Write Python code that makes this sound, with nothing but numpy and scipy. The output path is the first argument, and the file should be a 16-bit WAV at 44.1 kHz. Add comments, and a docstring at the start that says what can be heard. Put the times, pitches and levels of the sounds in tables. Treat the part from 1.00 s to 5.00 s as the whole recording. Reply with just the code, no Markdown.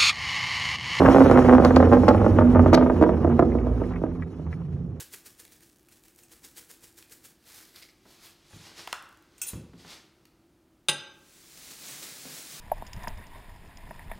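"""A quiet street at night: a car coasts past and away off the throttle, its revs falling. Unburnt fuel pops in
the exhaust: each pop is a short falling chirp that rings the pipe (resonators) and bounces off walls (sparse
decaying echoes), some with a treble crack (noise burst). Around them: firing hum and late drone (sines),
tailpipe rasp, road roar and thin hiss (shaped noise), and small hard ticks nearby (decaying modes)."""
import sys
import numpy as np
from scipy import signal
from scipy.fft import rfft, irfft, next_fast_len
from scipy.io import wavfile
from scipy.ndimage import uniform_filter1d

SR = 44100
rng = np.random.default_rng(int(sys.argv[2]) if len(sys.argv) > 2 else 0)


def log_audio(samples):
    """Write samples as a 16-bit WAV file to the path given in sys.argv[1]."""
    # one column per channel
    frames = np.atleast_2d(samples).T
    # limit to full scale, then quantise
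    limited = np.clip(frames, -1, 1)
    pcm = np.round(limited * 32767).astype(np.int16)
    wavfile.write(sys.argv[1], SR, pcm)


N = 176400
BIN_HZ = np.fft.rfftfreq(1024, 1 / SR)
FRAME_S = np.arange(N // 256 + 5) * 256 / SR


def amp(db):
    """Decibels to amplitude ratio."""
    return 10 ** (np.asarray(db, float) / 20)


def evened(x):
    """Scale to unit RMS."""
    return x / np.sqrt(np.mean(x ** 2) + 1e-20)


def read(points, hz):
    """Interpolate a frequency table on a log frequency axis."""
    f, value = np.transpose(points)
    return np.interp(np.log(hz + 1), np.log(f + 1), value)


def curves(table, t=None):
    """Interpolate every column of a time table, at each sample by default."""
    t = np.arange(N) / SR if t is None else t
    cols = np.transpose(table)
    return [np.interp(t, cols[0], c) for c in cols[1:]]


def slow(width_s):
    """Unit-RMS random drift: white noise through two moving averages."""
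    width = int(width_s * SR)
    x = uniform_filter1d(rng.standard_normal(N), width, mode="wrap")
    return evened(uniform_filter1d(x, width, mode="wrap"))


def noise(shape_db, patchy_db):
    """Noise from a dB field (513 bins x frames), its level drifting in patches."""
    a, b, patches = rng.standard_normal((shape_db.shape[1], 513, 3)).T
    patches = uniform_filter1d(patches, size=8, axis=0)
    patches = evened(uniform_filter1d(patches, size=8, axis=1, mode="wrap"))
    field = (a + 1j * b) * amp(shape_db + patchy_db * patches)
    return signal.istft(field, nperseg=1024, noverlap=768)[1][512:][:N]


def steady_noise(colour, patchy_db):
    """Noise of one fixed spectrum, in drifting patches."""
    return noise(read(colour, BIN_HZ)[:, None] + 0 * FRAME_S, patchy_db)


def train(times_s, sizes):
    """Single-sample clicks."""
    x = np.zeros(N)
    at = (np.asarray(times_s) * SR).round().astype(int)
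    np.add.at(x, np.clip(at, 0, N - 1), sizes)
    return x


# engine on the overrun: start_s, firing_hz, hum_db, second_order_db, burble_db (before BURBLE_TRIM_DB)
OVERRUN = [(0, 134, -28.5, -24.5, -27), (.47, 124.1, -29, -16, -10.5), (.87, 114.9, -34.5, -42.5, -17),
           (1.23, 100, -22.5, -28, -32.5), (1.38, 96, -18.5, -39, -41.5), (1.5, 93.5, -20.5, -44, -28.5),
           (1.72, 89.06, -15, -36, -29.5), (1.82, 86.5, -23.5, -33, -38.5), (2.05, 78.75, -35, -39, -23),
           (2.3, 71.5, -38.5, -30, -30), (2.55, 61, -28.5, -41, -27), (2.75, 56.26, -25.5, -33, -55),
           (2.9, 50.64, -37, -37.5, -51), (3.1, 46.6, -37.5, -38, -39.5)]
BURBLE_TRIM_DB = -9


def firings():
    """Weak, uneven pops, one per engine firing, fading out by 3.3 s."""
    hz, _, _, burble_db = curves(OVERRUN)
    cycles = np.cumsum(hz) / SR
    at = np.flatnonzero(np.diff(np.floor(cycles)))
    fade = np.clip((3.3 - at / SR) / 0.52, 0, 1)
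    return at / SR, amp(burble_db[at] + BURBLE_TRIM_DB) * fade


# two quick repeats of each pop as the tail swings round: start_s, delay_ms, first_db, second_db
REPEATS = [(0, 3.8, -20, -16), (.7, 3.8, -16, -14), (.9, 3.8, -5, -8), (1.4, 3.4, -3, -9),
           (1.9, 3.2, -5, -6), (2.4, 2.9, -4, -7), (2.8, 3.2, -10, -12)]


def repeats(s, size):
    """Times and sizes of each hit and its two repeats."""
    delay_ms, first_db, second_db = curves(REPEATS, s)
    return ((s, size), (s + delay_ms / 1000, size * amp(first_db)),
            (s + delay_ms / 500, size * amp(second_db)))


# the chirp peaks later, so lower, from farther off: start_s, stretch_ratio
DULLING = [(0, 1.05), (1.9, 1.05), (2.4, 1.35), (3.0, 1.9)]
CHIRP_LAG_S, CHIRP_CREST_S, CHIRP_GROWTH = 0.0003, 0.001, 1.39  # growth: half-cycle length ratio
CHIRP_PEAK_BASE_S, CHIRP_SPREAD, CHIRP_DB = 0.002, 0.16, -3  # spread: log-normal sigma of peak time


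def chirps(s, size):
    """One falling chirp a pop, half cycles growing by a fixed ratio, peak times scattered."""
    t, out = np.arange(800) / SR, np.zeros(N + 2000)
    lag_ratio = (t + CHIRP_LAG_S) / (CHIRP_CREST_S + CHIRP_LAG_S)
    halves = np.log(lag_ratio) / np.log(CHIRP_GROWTH)
    scatter = np.exp(CHIRP_SPREAD * rng.standard_normal(len(s)))
    peak_s = CHIRP_PEAK_BASE_S * curves(DULLING, s)[0] * scatter
    u = t / peak_s[:, None]
    shapes = amp(CHIRP_DB) * np.cos(np.pi * halves) * (u * np.exp(1 - u)) ** 3
    for hit_s, hit_size in repeats(s, size):
        at = (hit_s * SR).round().astype(int)[:, None] + np.arange(len(t))
        np.add.at(out, at, hit_size[:, None] * shapes)
    return out[:N]


# exhaust pops: start_s, level_db (before CHIRP_DB)
POPS = [(0.0039, -4.5), (0.0191, -3), (0.05, -2), (0.0792, -2.5), (0.0858, 2.5), (0.0998, -4.5),
        (0.146, 0.5), (0.1609, 1), (0.1686, -4.5), (0.1831, -2.5), (0.205, 1), (0.213, -3.5), (0.2202, -5),
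        (0.2592, -4.5), (0.2662, -4.5), (0.2977, -4.5), (0.3123, 1), (0.3603, -2.5), (0.3743, -3),
        (0.3815, -2), (0.39, -2), (0.4464, -6.5), (0.4862, -3.5), (0.4944, -0.5), (0.51, -5),
        (0.5259, -1.5), (0.534, 0), (0.5497, -3), (0.5821, -2), (0.5984, -2.5), (0.6228, -8),
        (0.6477, -1.5), (0.6561, -1), (0.7075, -6), (0.7658, 2), (0.8017, -0.5), (0.8266, -3), (0.8718, -9),
        (0.9157, -5.5), (0.924, -0.5), (0.9327, -1.5), (0.9454, -7.5), (0.9692, -8), (1.0336, -7.5),
        (1.0809, 1.5), (1.0891, -1.5), (1.0984, -6.5), (1.1087, -4), (1.1465, -7), (1.215, -10.5),
        (1.244, -11.5), (1.263, -4), (1.3865, -3), (1.4095, -8), (1.4194, -10.5), (1.5491, -11.5),
        (1.5565, -3.5), (1.5681, -9.5), (1.5934, -3.5), (1.66, -3), (1.7287, 1), (1.7405, -0.5),
        (1.7755, -2.5), (1.811, -10), (1.8242, -8), (1.8614, -9), (1.8986, -7), (2.0117, -5),
        (2.0245, -0.5), (2.0378, -6.5), (2.0651, -10), (2.092, -8), (2.2462, -7), (2.2744, -13.5),
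        (2.2989, -16), (2.3924, -0.5), (2.4235, -3), (2.551, -13), (2.5706, -20), (2.6689, -16),
        (2.6934, -22.5), (2.8163, -14.5), (3.0163, -18), (3.037, -11.5), (3.395, -27)]
# exhaust pipe resonances: pitch_hz (before DOPPLER), level_db (before RING), t60_s
PIPE = [(62, -26, 0.17), (86.94, -21.5, 0.57), (177.7, -24, 0.11), (252.4, -12.5, 0.21), (308.7, -18, 0.16),
        (338.2, -24, 0.23), (432.5, -19.5, 0.12), (479, -12.5, 0.044), (1283, -8, 0.031),
        (1640, -15.5, 0.026)]
# pipe pitch as the car moves: start_s, pitch_ratio
DOPPLER = [(0, 1.07), (.35, 1.04), (.65, 1.0), (1.9, .99), (2.1, .95), (2.4, .98), (3.0, 1.02), (4, 1.02)]
# the ring carries better once the tail points this way: start_s, level_db
RING = [(0, -8.5), (.42, -3), (.7, 0.5), (1.3, -3), (1.5, 1), (1.9, -5), (2.1, -3.5), (2.6, -4), (3.2, -12),
        (4, -14.5)]
# road and engine roar: start_s, level_db, distance (0 near - 1 far)
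ROAR = [(0, -16, 0.65), (.6, -25, 0), (1.2, -23.5, 0), (1.9, -24, 0.18), (2.4, -26.5, 0.21),
        (2.8, -32, 0.21), (3.0, -32.5, 0.69), (3.5, -37.5, 0.99), (4, -37.5, 1)]
FLOW_S, FLOW_DB, FAR_FLOW_DB = 0.0012, -28, 4  # gas flow: smoothing, level re roar, extra when far


def exhaust():
    """Pops and weak firings chirp; the same pushes, plus low gas flow, drive the pipe resonances."""
    s, db = np.transpose(POPS)
    weak_s, weak = firings()
    s, size = np.append(s, weak_s), np.append(amp(db), weak)
    roar_db, far = curves(ROAR)
    flow = amp(roar_db + FLOW_DB + FAR_FLOW_DB * far) * slow(FLOW_S)
    push = signal.oaconvolve(train(s + 0.00312, size) + flow, np.hanning(40) / 20)[:N]
    warped_s, ring = np.cumsum(curves(DOPPLER)[0]) / SR, 0
    for hz, mode_db, t60_s in PIPE:
        turn = np.exp(2j * np.pi * hz * warped_s)
        decay = amp(-60 / t60_s / SR)
        mode = turn * signal.lfilter([1], [1, -decay], push / turn)
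        ring = ring + amp(mode_db) * mode.imag
    return chirps(s, size) + amp(curves(RING)[0]) * ring


# stronger treble cracks at these times: start_s, level_db
CRACKS = [(0.313, -24), (0.649, -14.5), (0.762, -14), (0.931, -29), (1.084, -16), (1.733, -17), (1.744, -9),
          (2.013, -36.5), (2.027, -32), (2.392, -40)]
# crack spectrum: freq_hz, density_db_per_hz (relative)
CRACK_COLOUR = [(1500, 11.5), (2500, 5), (4000, -2), (4600, 5.5), (6000, -6.5), (8000, -10), (12000, -29.5),
                (14000, -44)]
CRACK_DECAY_S, SPIT_DB = 0.0018, -44  # spit re pop


def cracks():
    """Decaying treble noise: a faint spit on every pop, plus the listed cracks, with repeats."""
    (s, db), (pop_s, pop_db) = np.transpose(CRACKS), np.transpose(POPS)
    all_s, size = np.append(s, pop_s), amp(np.append(db, pop_db + SPIT_DB))
    hits = sum(train(hit_s, hit_size) for hit_s, hit_size in repeats(all_s, size))
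    env = signal.oaconvolve(hits, np.exp(-np.arange(1500) / SR / CRACK_DECAY_S))[:N]
    return env * evened(steady_noise(CRACK_COLOUR, 0))


# tailpipe gas: start_s, level_db
RASP = [(0, -24), (1.0, -36), (1.7, -37.5), (2.75, -46), (3.2, -54.5), (4, -60.5)]
# rasp spectrum: freq_hz, density_db_per_hz (relative)
RASP_COLOUR = [(400, -27), (700, -5), (1200, -9.5), (1600, -16.5), (3000, -29.5), (4500, -62)]
RASP_CLUMP_DB, RASP_CLUMP_S = 3.5, 0.011


def rasp():
    """Tailpipe gas: mid-band noise broken into quick clumps."""
    clumps = amp(RASP_CLUMP_DB * slow(RASP_CLUMP_S))
    return amp(curves(RASP)[0]) * evened(clumps * steady_noise(RASP_COLOUR, 0.6))


# after a change down: start_s, firing_hz, hum_db, second_order_db
LOW_GEAR = [(3.45, 78, -34, -48), (3.701, 71.55, -51, -33), (4, 64.64, -50, -42.5)]
# low drone as the car leaves: start_s, pitch_hz, level_db, octave_db
DRONE = [(2.9, 87.1, -44, -36), (3.35, 81.9, -40.5, -39.5), (3.75, 86.3, -44.5, -36.5)]
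HUM_WAVER_DB = 2


def hum():
    """First and second firing orders, and the late drone with its octave, as wavering sines."""
    t, out = np.arange(N) / SR, 0
    for table in (OVERRUN, LOW_GEAR, DRONE):
        hz, one_db, two_db = curves(table)[:3]
        fade_in = np.clip((t - table[0][0] + 0.11) / 0.092, 0, 1)
        fade_out = np.clip((table[-1][0] + 0.15 - t) / 0.038, 0, 1)
        turn = 2 * np.pi * np.cumsum(hz) / SR
        first = amp(one_db + HUM_WAVER_DB * slow(0.041)) * np.sin(turn)
        second = amp(two_db + HUM_WAVER_DB * slow(0.024)) * np.sin(2 * turn)
        out = out + fade_in * fade_out * np.sqrt(2) * (first + second)
    return out


# roar spectra, near and far: freq_hz, density_db_per_hz (relative)
NEAR = [(24, -46.5), (40, -16), (86, 13.5), (166, -6), (263, 21.5), (433, 16), (1280, -6), (2800, -49.5),
        (3640, -86.5)]
FAR = [(24, -53), (40, -41.5), (76, 11), (178, 8.5), (283, -49), (350, 3), (751, -25), (1930, -55),
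       (2800, -70), (3640, -90)]


def levelled(colour):
    """Spectrum in dB, normalised to unit total power."""
    db = read(colour, BIN_HZ)
    return db - 10 * np.log10(np.sum(amp(2 * db)))


def roar():
    """Road and engine: broad noise whose spectrum moves from near to far with distance."""
    db, far = curves(ROAR, FRAME_S)
    far = np.clip(far, 0, 1)
    near_db, far_db = levelled(NEAR), levelled(FAR)
    unit = np.std(noise(near_db[:, None] + 0 * db, 0))
    return noise(np.outer(near_db, 1 - far) + np.outer(far_db, far) + db, 1.0) / unit


# small hard ticks nearby: start_s, level_db, pitch_hz (before the mode ratio)
TICKS = [(2.519, -38, 1970), (2.585, -39.5, 2120), (2.838, -40, 1770), (2.936, -39.5, 1864),
         (2.96, -36.5, 2085), (3.223, -34, 1846), (3.528, -35, 1896)]
# tick modes: pitch_ratio, level_db, t60_s
TICK_MODES = [(0.699, -4, 0.03), (.93, 3.5, 0.015), (1.04, 1.5, 0.024), (1.219, -6, 0.036)]


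def ticks():
    """Short sums of decaying modes near 2 kHz, each with a quick rebound."""
    out, t = np.zeros(N), np.arange(3000) / SR
    onset = 1 - np.exp(-t / 0.00058)
    for s, db, hz in TICKS:
        ring = sum(amp(mode_db - 60 * t / t60_s) * np.sin(2 * np.pi * hz * ratio * t)
                   for ratio, mode_db, t60_s in TICK_MODES)
        hits = train([s, s + 0.0083], amp(db) * np.array([1, 0.4]))
        out += signal.oaconvolve(hits, ring * onset)[:N]
    return out


# tyre hiss: start_s, level_db
HISS = [(0, -41.5), (.6, -48.5), (.75, -49), (1.5, -54.5), (2.6, -62.5), (2.8, -60.5), (2.95, -66.5),
        (4, -73.5)]
# hiss spectrum: freq_hz, density_db_per_hz (relative)
HISS_COLOUR = [(1500, -8.5), (2600, 7), (3600, 0.5), (5700, 0.5), (6500, -4), (8000, -5), (9300, -14.5),
               (10800, -1), (11900, -15.5), (12900, -32.5)]


def hiss():
    """Tyres: thin treble noise, slightly flickering."""
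    return amp(curves(HISS)[0] + 2.1 * slow(0.028)) * evened(steady_noise(HISS_COLOUR, 2.4))


# street echo decay: freq_hz, t60_s
STREET = [(100, 0.33), (300, 0.58), (1000, 0.098), (3000, 0.33), (8000, 0.1)]


def street(x):
    """Sparse echoes off walls and cars, each band dying at its own speed."""
    taps = np.zeros((2, SR // 2))
    start = np.arange(300, SR // 2 - 40, 40)
    at = start + rng.integers(0, 40, (2, (SR // 2 - 301) // 40))
    np.put_along_axis(taps, at, rng.choice([-1., 1.], at.shape), 1)
    taps[1] = 0.95 * taps[0] + 0.3 * taps[1]  # sides mostly alike
    hz, t, z = signal.stft(taps, SR, nperseg=256)
    decay = amp(-60 * t / read(STREET, hz)[:, None])
    tail = signal.istft(z * decay, SR, nperseg=256)[1]
    return signal.fftconvolve(x[None], tail / np.linalg.norm(tail[0]), axes=1)[:, :N]


# port level: freq_hz, left_minus_right_db
PORT_BALANCE = [(60, -2.5), (140, -3), (250, -5), (490, -5.5), (740, -3.5), (1130, 0.5), (2600, 2.5),
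                (4000, -5.5), (7000, -0.5), (9000, 7.5), (12000, -4.5)]
# port phase: freq_hz, left_lead_rad
PORT_PHASE = [(60, 0.0), (300, .1), (900, .6), (1290, .05), (2000, .3), (2600, 1.8), (3600, .85),
              (4700, 2.3), (6100, .3), (7200, 1.6), (9000, 3.14), (10800, 4.7), (11900, 6.0)]


def ports(x):
    """Two microphone ports hear the sound with frequency-dependent level and phase differences."""
    size = next_fast_len(N + 4096)
    hz = np.fft.rfftfreq(size, 1 / SR)
    half = amp(read(PORT_BALANCE, hz) / 2) * np.exp(0.5j * read(PORT_PHASE, hz))
    return irfft(rfft(x, size) * np.array([half, 1 / half]), size)[:, :N]


STREET_DB, CRACK_STREET_DB = -11.5, -18  # echo sends
ECHO_TURN_HZ = 0.85


def scene():
    """Sum the sources, add street echoes of the pops and cracks, split to two ports."""
    pops, spit = exhaust(), cracks()
    near = pops + spit + rasp() + hum() + roar() + ticks() + hiss()
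    sent = amp(STREET_DB) * pops + amp(CRACK_STREET_DB) * spit
    turn = 2 * np.pi * ECHO_TURN_HZ * np.arange(N) / SR
    # two echo patterns slowly trade places, for variety
    echo = street(sent * np.cos(turn)) + street(sent * np.sin(turn))
    return ports(near + echo)


CEILING, BASS_CUT_HZ, EDGE_HZ = 0.84, 48.0, 13200


def record(dry):
    """Soft overload on the loudest pops, a bass roll-off, then the band limit."""
    soft = CEILING * np.tanh(dry / CEILING)
    bass_cut = signal.butter(6, BASS_CUT_HZ, "high", fs=SR, output="sos")
    band_limit = signal.firwin(511, EDGE_HZ, window=("kaiser", 9), fs=SR)
    return signal.oaconvolve(signal.sosfilt(bass_cut, soft), band_limit[None], "same")


dry = scene()
out = record(dry)
log_audio(out)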